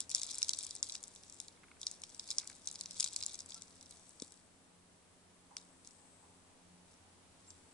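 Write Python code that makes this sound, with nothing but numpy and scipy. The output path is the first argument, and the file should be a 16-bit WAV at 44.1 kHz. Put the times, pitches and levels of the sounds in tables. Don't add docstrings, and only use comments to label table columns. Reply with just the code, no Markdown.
import sys
import numpy as np
from scipy import signal
from scipy.fft import rfft, irfft
from scipy.io import wavfile
from scipy.ndimage import uniform_filter1d

SR = 44100
rng = np.random.default_rng(int(sys.argv[2]) if len(sys.argv) > 2 else 0)


def put_to_file(sound):
    columns = np.atleast_2d(sound).T
    safe = np.clip(columns, -1, 1)
    whole_steps = np.round(safe * 32767)
    wavfile.write(sys.argv[1], SR, whole_steps.astype(np.int16))


N = 340893
TIME = np.arange(N) / SR


def undb(db):
    return 10 ** (np.asarray(db) / 20)


def unit(x):
    return x / np.sqrt(np.mean(x ** 2))


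def curve(rows):
    return np.interp(TIME, *np.transpose(rows))


def add(track, start_s, sound):
    i = max(int(start_s * SR), 0)
    track[..., i:i + sound.shape[-1]] += sound[..., :max(N - i, 0)]


def resonate(x, hz, width_hz):
    hz_limited = min(hz, .45 * SR)
    b, a = signal.iirpeak(hz_limited, hz / min(width_hz, SR / 4), fs=SR)
    return signal.lfilter(b, a, x)


def colour(x, hz, db, size=4096):
    f = np.maximum(np.fft.rfftfreq(size, 1 / SR), 1)
    outline_db = np.interp(np.log(f), np.log(hz), db)
    cepstrum = irfft(np.log(undb(outline_db)))
    cepstrum[1:size // 2] *= 2
    cepstrum[size // 2 + 1:] = 0
    response = irfft(np.exp(rfft(cepstrum)))
    return signal.oaconvolve(x, response)[:N]


def walk(rate):
    k = max(int(SR / rate), 1)
    held = np.repeat(rng.standard_normal(N // k + 1), k)
    smooth = uniform_filter1d(uniform_filter1d(held, k), k)
    return unit(smooth[:N])


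def scatter(x, t60, db):
    t = TIME[:SR // 2]
    tails = rng.standard_normal((2, len(t))) * undb(-60 * t / t60)
    tails /= np.linalg.norm(tails, axis=1, keepdims=True)
    stereo = np.atleast_2d(x) * np.ones((2, 1))
    return undb(db) * signal.oaconvolve(stereo, tails, axes=1)[:, :N]


# start_s [s], level_db [dB], pitch_hz [Hz], width_hz [Hz]
HUSK_SNAPS = [(0.004, -32.5, 7100, 3880), (0.094, -43.5, 6600, 3000), (0.101, -40.5, 8500, 7450),
              (0.114, -37.5, 5250, 3020), (0.148, -26.5, 6080, 2300), (0.157, -38, 7050, 4000),
              (0.196, -43.5, 5600, 1710), (0.216, -37, 6200, 1700), (0.232, -35, 6000, 4000),
              (0.244, -45, 6860, 4000), (0.309, -42, 5150, 1710), (0.344, -41.5, 6200, 2310),
              (0.383, -35.5, 8850, 5900), (0.387, -42, 7540, 4000), (0.418, -37, 3620, 1700),
              (0.428, -27, 5600, 1710), (0.445, -43, 5800, 4000), (0.483, -40, 5400, 2980),
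              (0.492, -28, 5050, 3020), (0.533, -34, 4770, 1700), (0.588, -33, 8100, 4000),
              (0.634, -41, 7100, 7500), (0.666, -39.5, 7800, 7500), (0.708, -40.5, 6060, 3000),
              (0.752, -41.5, 8400, 2980), (0.763, -44, 7400, 5500), (0.828, -30, 5800, 2920),
              (0.843, -47, 6400, 4020), (0.896, -40, 4180, 1200), (0.922, -42, 5860, 3000),
              (0.952, -38, 3660, 3000), (1.029, -47, 8800, 1720), (1.038, -42.5, 7650, 4060),
              (1.08, -50.5, 8460, 3000), (1.16, -51, 4200, 5000), (1.234, -53.5, 4300, 4000),
              (1.298, -49.5, 6500, 3000), (1.324, -52, 7000, 4000), (1.401, -38.5, 6900, 4000),
              (1.482, -48.5, 4570, 4000), (1.815, -44, 6300, 3020), (1.83, -42.5, 3580, 1200),
              (1.867, -32, 5200, 1200), (1.913, -42, 7100, 1700), (2.018, -47, 9500, 7500),
              (2.036, -40.5, 4040, 5360), (2.094, -56, 6900, 4000), (2.146, -49.5, 6100, 2300),
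              (2.195, -39, 4450, 1710), (2.304, -35, 5850, 2300), (2.312, -37.5, 4960, 2300),
              (2.3831, -28.5, 5430, 1180), (2.397, -46, 5400, 2000), (2.474, -41.5, 7760, 5000),
              (2.499, -47, 8200, 7550), (2.552, -57, 7500, 3000), (2.673, -35, 6200, 2400),
              (2.686, -44, 6400, 4000), (2.713, -44, 7800, 2300), (2.756, -44, 4730, 2300),
              (2.81, -37, 5660, 4000), (2.858, -42.5, 4850, 2500), (2.909, -42, 6660, 7600),
              (2.9982, -33.5, 6200, 2600), (3, -31, 8000, 4000), (3.005, -28, 6050, 3000),
              (3.028, -38.5, 5760, 2300), (3.042, -31, 5800, 3000), (3.061, -39.5, 4100, 5500),
              (3.074, -42, 4280, 3500), (3.084, -47, 6800, 4000), (3.131, -45.5, 7740, 3000),
              (3.162, -31.5, 6700, 3980), (3.225, -37.5, 4500, 1680), (3.235, -39, 4100, 1680),
              (3.263, -34.5, 7060, 1700), (3.344, -43, 6400, 1200), (3.39, -44.5, 5650, 2300),
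              (3.404, -44.5, 6200, 1200), (3.46, -51, 7840, 1200), (3.496, -51, 5770, 5000),
              (3.52, -46.5, 3460, 1000), (3.544, -44, 6530, 2500), (3.62, -45.5, 6600, 5000),
              (3.81, -54, 5600, 2500), (3.827, -52.5, 7500, 7500), (3.859, -57, 5400, 1500),
              (3.909, -48, 9250, 3000), (4.093, -54.5, 8400, 1200), (4.199, -48, 4900, 1700),
              (4.22, -40.5, 4430, 5000), (4.246, -56, 7500, 6000), (4.279, -58, 8050, 2500),
              (4.321, -51.5, 9000, 7500), (5.5672, -38, 3100, 3600), (5.847, -58, 4970, 2500),
              (5.873, -50, 6550, 2490), (7.504, -52, 6060, 3000)]


def snaps(spread_s=.001, splinter=0.71, apart=0.8, bounce_s=.0008, overtone=0.1, count=3, size=512):
    out = np.zeros((2, N))
    for start_s, level_db, hz, width_hz in HUSK_SNAPS + nibbles():
        when = np.append(0, rng.random(count) * spread_s * SR).astype(int) % size
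        splinters = splinter * (rng.standard_normal(count) + apart * rng.standard_normal((2, count)))
        breaks = np.column_stack([np.ones(2), splinters]) @ np.eye(size)[when]
        upper_hz = hz * rng.uniform(1.3, 1.8)
        snap = resonate(breaks, hz, width_hz)
        snap = snap + overtone * resonate(breaks, upper_hz, width_hz / 3)
        snap = snap + .13 * resonate(breaks, rng.uniform(800, 2200), 1400)
        bounced = []
        for side in snap:
            delay = int(bounce_s * SR * rng.uniform(.5, 1))
            bounced.append(side + .5 * np.roll(side, delay))
        snap = np.array(bounced)
        power = np.sum(snap ** 2, axis=1, keepdims=True) / (SR * .004)
        add(out, start_s, undb(level_db) * snap / np.sqrt(power))
    return out


def nibbles(above_db=1.5, spread_db=4.5, low_hz=3600, high_hz=9000, width_hz=2600, count=230):
    moment, size, pitch, damping = rng.random((count, 4)).T
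    when = (moment * N).astype(int)
    gnawing_db = 20 * np.log10(gnawing()[when])
    level_db = gnawing_db + above_db + spread_db * (2 * size - 1)
    pitch_hz = low_hz * (high_hz / low_hz) ** pitch
    return list(zip(when / SR, level_db, pitch_hz, width_hz * (.5 + damping)))


# start_s [s], length_s [s], level_db [dB]
GNAWING_BOUTS = [(0.097, 0.64, -50.5), (0.124, 0.024, -43.5), (0.264, 0.022, -43), (0.59, 0.035, -49.5),
                 (0.854, 0.083, -51), (1.046, 0.42, -60.5), (1.793, 0.15, -57), (2.056, 0.53, -58.5),
                 (2.262, 0.061, -51), (2.605, 0.74, -55.5), (2.945, 0.02, -46.5), (3.005, 0.034, -43),
                 (3.179, 0.036, -49.5), (3.274, 0.04, -47), (3.482, 0.088, -53.5), (3.6, 0.74, -65.5),
                 (3.895, 0.09, -63.5), (5.565, 0.025, -60), (5.846, 0.078, -65.5), (6.86, 0.07, -72),
                 (7.384, 0.19, -69)]
STIR_DB = -84
ATTACK_S, SAG_DB_PER_S, RELEASE_DB_PER_S = 0.013, 2, 142


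def gnawing():
    power = np.full(N, undb(STIR_DB) ** 2)
    for start_s, length_s, level_db in GNAWING_BOUTS:
        t = TIME[:int((length_s + .5) * SR)]
        fall_db = SAG_DB_PER_S * t + RELEASE_DB_PER_S * np.maximum(t - length_s, 0)
        attack = np.minimum(t / ATTACK_S, 1)
        add(power, start_s, (attack * undb(level_db - fall_db)) ** 2)
    return np.sqrt(power)


SHED_DB, SHED_DB_PER_S = -10.5, 418


def crumbling():
    power = gnawing() ** 2
    shower = undb(SHED_DB - SHED_DB_PER_S * TIME[:SR // 4])
    for start_s, level_db, *_ in HUSK_SNAPS:
        add(power, start_s, (undb(level_db) * shower) ** 2)
    return np.sqrt(power)


GENTLE_DB, GENTLE_DB_PER_OCTAVE, KERNEL_DB = -62, 7, -7


def crumbs(per_s=850, spread_db=2.7, clump_db=2.8, turn_db=1.8,
           low_hz=3700, high_hz=9800, width_hz=800, linger_s=.0018, count=11):
    when = rng.integers(0, N, int(per_s * N / SR))
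    sizes = undb(spread_db * np.minimum(rng.exponential(size=len(when)), 4.6))
    strength = crumbling()
    gentle = 1 / (1 + strength / undb(GENTLE_DB))
    husk = 0
    for hz in np.geomspace(low_hz, high_hz, count):
        late = (rng.random(len(when)) * linger_s * SR).astype(int)
        shared, own = rng.standard_normal(len(when)), rng.standard_normal((2, len(when)))
        tilt_db = GENTLE_DB_PER_OCTAVE * gentle * np.log2(hz / np.sqrt(low_hz * high_hz))
        turning = undb((clump_db * walk(50) + turn_db * walk(10) + tilt_db)[when])
        grains = np.zeros((2, N))
        grains[:, np.minimum(when + late, N - 1)] = sizes * turning * (shared + own)
        husk = husk + resonate(grains, hz, width_hz)
    grains[:, when] = np.sqrt(sizes) * (shared + own)
    kernel = resonate(np.tanh(grains / 2), 1300, 1960)
    return strength * (unit(husk) + undb(KERNEL_DB) * unit(kernel))


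# pitch_hz [Hz], width_hz [Hz]
LATE_RINGS = [(3550, 520), (3950, 90), (4300, 750), (4900, 1200), (5600, 1600), (6500, 2800)]
# pitch_hz [Hz], left_db [dB], right_db [dB]
CLOSE_COLOUR = [(298, -30, -11.5), (1010, -16.5, -9), (1820, -22.5, -19.5), (2290, -7, -9.5),
                (3060, -17.5, -10.5), (3460, -2, -3), (4210, -5, -3), (5890, -1, -1), (6880, 2, -13),
                (7730, 0, -1), (8470, -0.5, -10), (10900, -6, -7)]


def feeding(snap_db=4.5, scatter_db=-13, trees_db=-23):
    dry = undb(snap_db) * snaps() + crumbs()
    for hz, width_hz in LATE_RINGS:
        dry = dry - 2 * resonate(dry, hz, width_hz)
    pile = scatter(dry, t60=.02, db=scatter_db)
    trees = scatter(dry, t60=.2, db=trees_db)
    hz, *sides_db = np.transpose(CLOSE_COLOUR)
    return np.array([colour(x, hz, db) for x, db in zip(dry + pile + trees, sides_db)])


# start_s [s], level_db [dB]
CHEW_TICKS = [(1.573, -60), (1.6335, -50), (1.639, -52), (1.682, -55), (1.7143, -50), (1.767, -56.5),
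              (2.409, -55), (2.42, -55), (2.432, -51), (2.454, -55), (2.499, -47.5), (2.518, -53)]
# pitch_hz [Hz], width_hz [Hz], share [gain]
JAW_RESONANCES = [(2130, 350, 1), (1570, 960, 0.66)]


def chewing(t60=.028, trim_db=-3.0):
    out, t = np.zeros((2, N)), TIME[:SR // 20]
    for start_s, level_db in CHEW_TICKS:
        grind = rng.standard_normal(len(t)) + .5 * rng.standard_normal((2, len(t)))
        body = 0
        for hz, width_hz, share in JAW_RESONANCES:
            body = body + share * resonate(resonate(grind, hz, width_hz), hz, width_hz)
        add(out, start_s, undb(level_db + trim_db - 60 * t / t60) * unit(body))
    return out


# start_s [s], level_db [dB], pitch_hz [Hz], t60_s [s]
LOG_TONES = [(4.221, -35, 270, 0.022), (4.2218, -40, 487, 0.014)]


def knocks(rise_s=0.00046, lowest_hz=170):
    out, t = np.zeros(N), TIME[:SR // 10]
    push = 1 - np.exp(-(t / rise_s) ** 2)
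    for start_s, level_db, hz, t60 in LOG_TONES:
        add(out, start_s, -np.sin(2 * np.pi * hz * t) * push * undb(level_db - 60 * t / t60))
    out = signal.sosfilt(signal.butter(2, lowest_hz, "high", fs=SR, output="sos"), out)
    return out + scatter(out, t60=.1, db=-22)


# start_s [s], level_db [dB]
LOG_SCUFFS = [(5.506, -55.5), (6.225, -57.5)]


def scuffs(hz=900, width_hz=400, rise_s=0.01):
    out, t = np.zeros((2, N)), TIME[:SR // 2] / rise_s
    swell = t / (1 + t ** 2)
    for start_s, level_db in LOG_SCUFFS:
        rub = resonate(resonate(rng.standard_normal((2, len(t))), hz, width_hz), hz, width_hz)
        add(out, start_s, undb(level_db) * swell * unit(rub))
    return out


# start_s [s], length_s [s], start_hz [Hz], end_hz [Hz], level_db [dB]
BIRD_NOTES = [(3.548, .05, 1340, 1360, -63), (7.468, .04, 7700, 7200, -55)]


def birds():
    out = np.zeros(N)
    for start_s, length_s, start_hz, end_hz, level_db in BIRD_NOTES:
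        hz = np.linspace(start_hz, end_hz, int(length_s * SR))
        whistle = np.sin(2 * np.pi * np.cumsum(hz) / SR)
        add(out, start_s, undb(level_db) * np.hanning(len(hz)) * whistle)
    return out + scatter(out, t60=.45, db=-3)


def insects(hz=8150, width_hz=600, lowest_db=-75, swell_db=9.5, period_s=1.9, crest_s=6.01):
    swell = np.cos(np.pi * (TIME - crest_s) / period_s) ** 2
    shrill = unit(resonate(rng.standard_normal(N), hz, width_hz))
    left = undb(lowest_db + swell_db * swell ** 2 + .5 * walk(10)) * shrill
    return np.array([left, np.zeros(N)])


# pitch_hz [Hz], level_db [dB per Hz]
HUSH_OUTLINE = [(25, -13), (55, -19), (90, -4), (120, -14), (200, -9.5), (400, -12.5), (950, -17),
                (1400, -21), (2500, -24), (5500, -26), (10400, -25)]
# start_s [s], level_db [dB]
FOREST_SWELL = [(0, 7), (1.5, 5.5), (3.4, 6.5), (4.7, 3.5), (7.7, 6)]
HUSH_DB = -70.5


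def forest(alike_hz=750, bass_apart=0.58):
    hz, db = np.transpose(HUSH_OUTLINE)
    likeness = (1 - bass_apart ** 2) / (1 + (hz / alike_hz) ** 2)
    side_db = db + 10 * np.log10((1 - likeness) / (1 + likeness))
    mid = colour(rng.standard_normal(N), hz, db)
    side = colour(rng.standard_normal(N), hz, side_db)
    level = undb(HUSH_DB + curve(FOREST_SWELL))
    hush = np.array([mid + side, mid - side]) / np.std(mid) * level
    flutter_level = undb(-83 + 4 * walk(12))
    flutter = flutter_level * unit(resonate(rng.standard_normal((2, N)), 850, 300))
    return hush + flutter


# harmonic [multiple of HUM_HZ], level_db [dB]
HUM_HARMONICS = [(1, -81), (2, -77), (3, -80)]
# start_s [s], hum_db [dB gain], rumble_db [dB rms]
ENGINE_LEVELS = [(0, -8, -77), (3.4, -2, -83), (4.5, -2, -92), (7.7, 0, -84)]
HUM_HZ = 88.4


def engine(drift=0.005, waver_db=3.5, rumble_hz=77, rumble_width_hz=20):
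    rows = np.array(ENGINE_LEVELS)
    hum_db, rumble_db = curve(rows[:, :2]), curve(rows[:, ::2])
    phase = 2 * np.pi * np.cumsum(HUM_HZ * (1 + drift * walk(3.86))) / SR
    hum = 0
    for harmonic, level_db in HUM_HARMONICS:
        level = np.sqrt(2) * undb(level_db + waver_db * walk(7))
        hum = hum + level * np.sin(round(harmonic) * phase)
    rumble = resonate(rng.standard_normal(N), rumble_hz, rumble_width_hz)
    return undb(hum_db) * hum + undb(rumble_db) * unit(rumble)


def scene():
    squirrel = feeding() + chewing() + knocks() + scuffs()
    return squirrel + birds() + insects() + forest() + engine()


TOP_HZ = 10550


def record(dry):
    return signal.sosfilt(signal.ellip(10, .2, 65, TOP_HZ, fs=SR, output="sos"), dry)


dry = scene()
out = record(dry)
put_to_file(out)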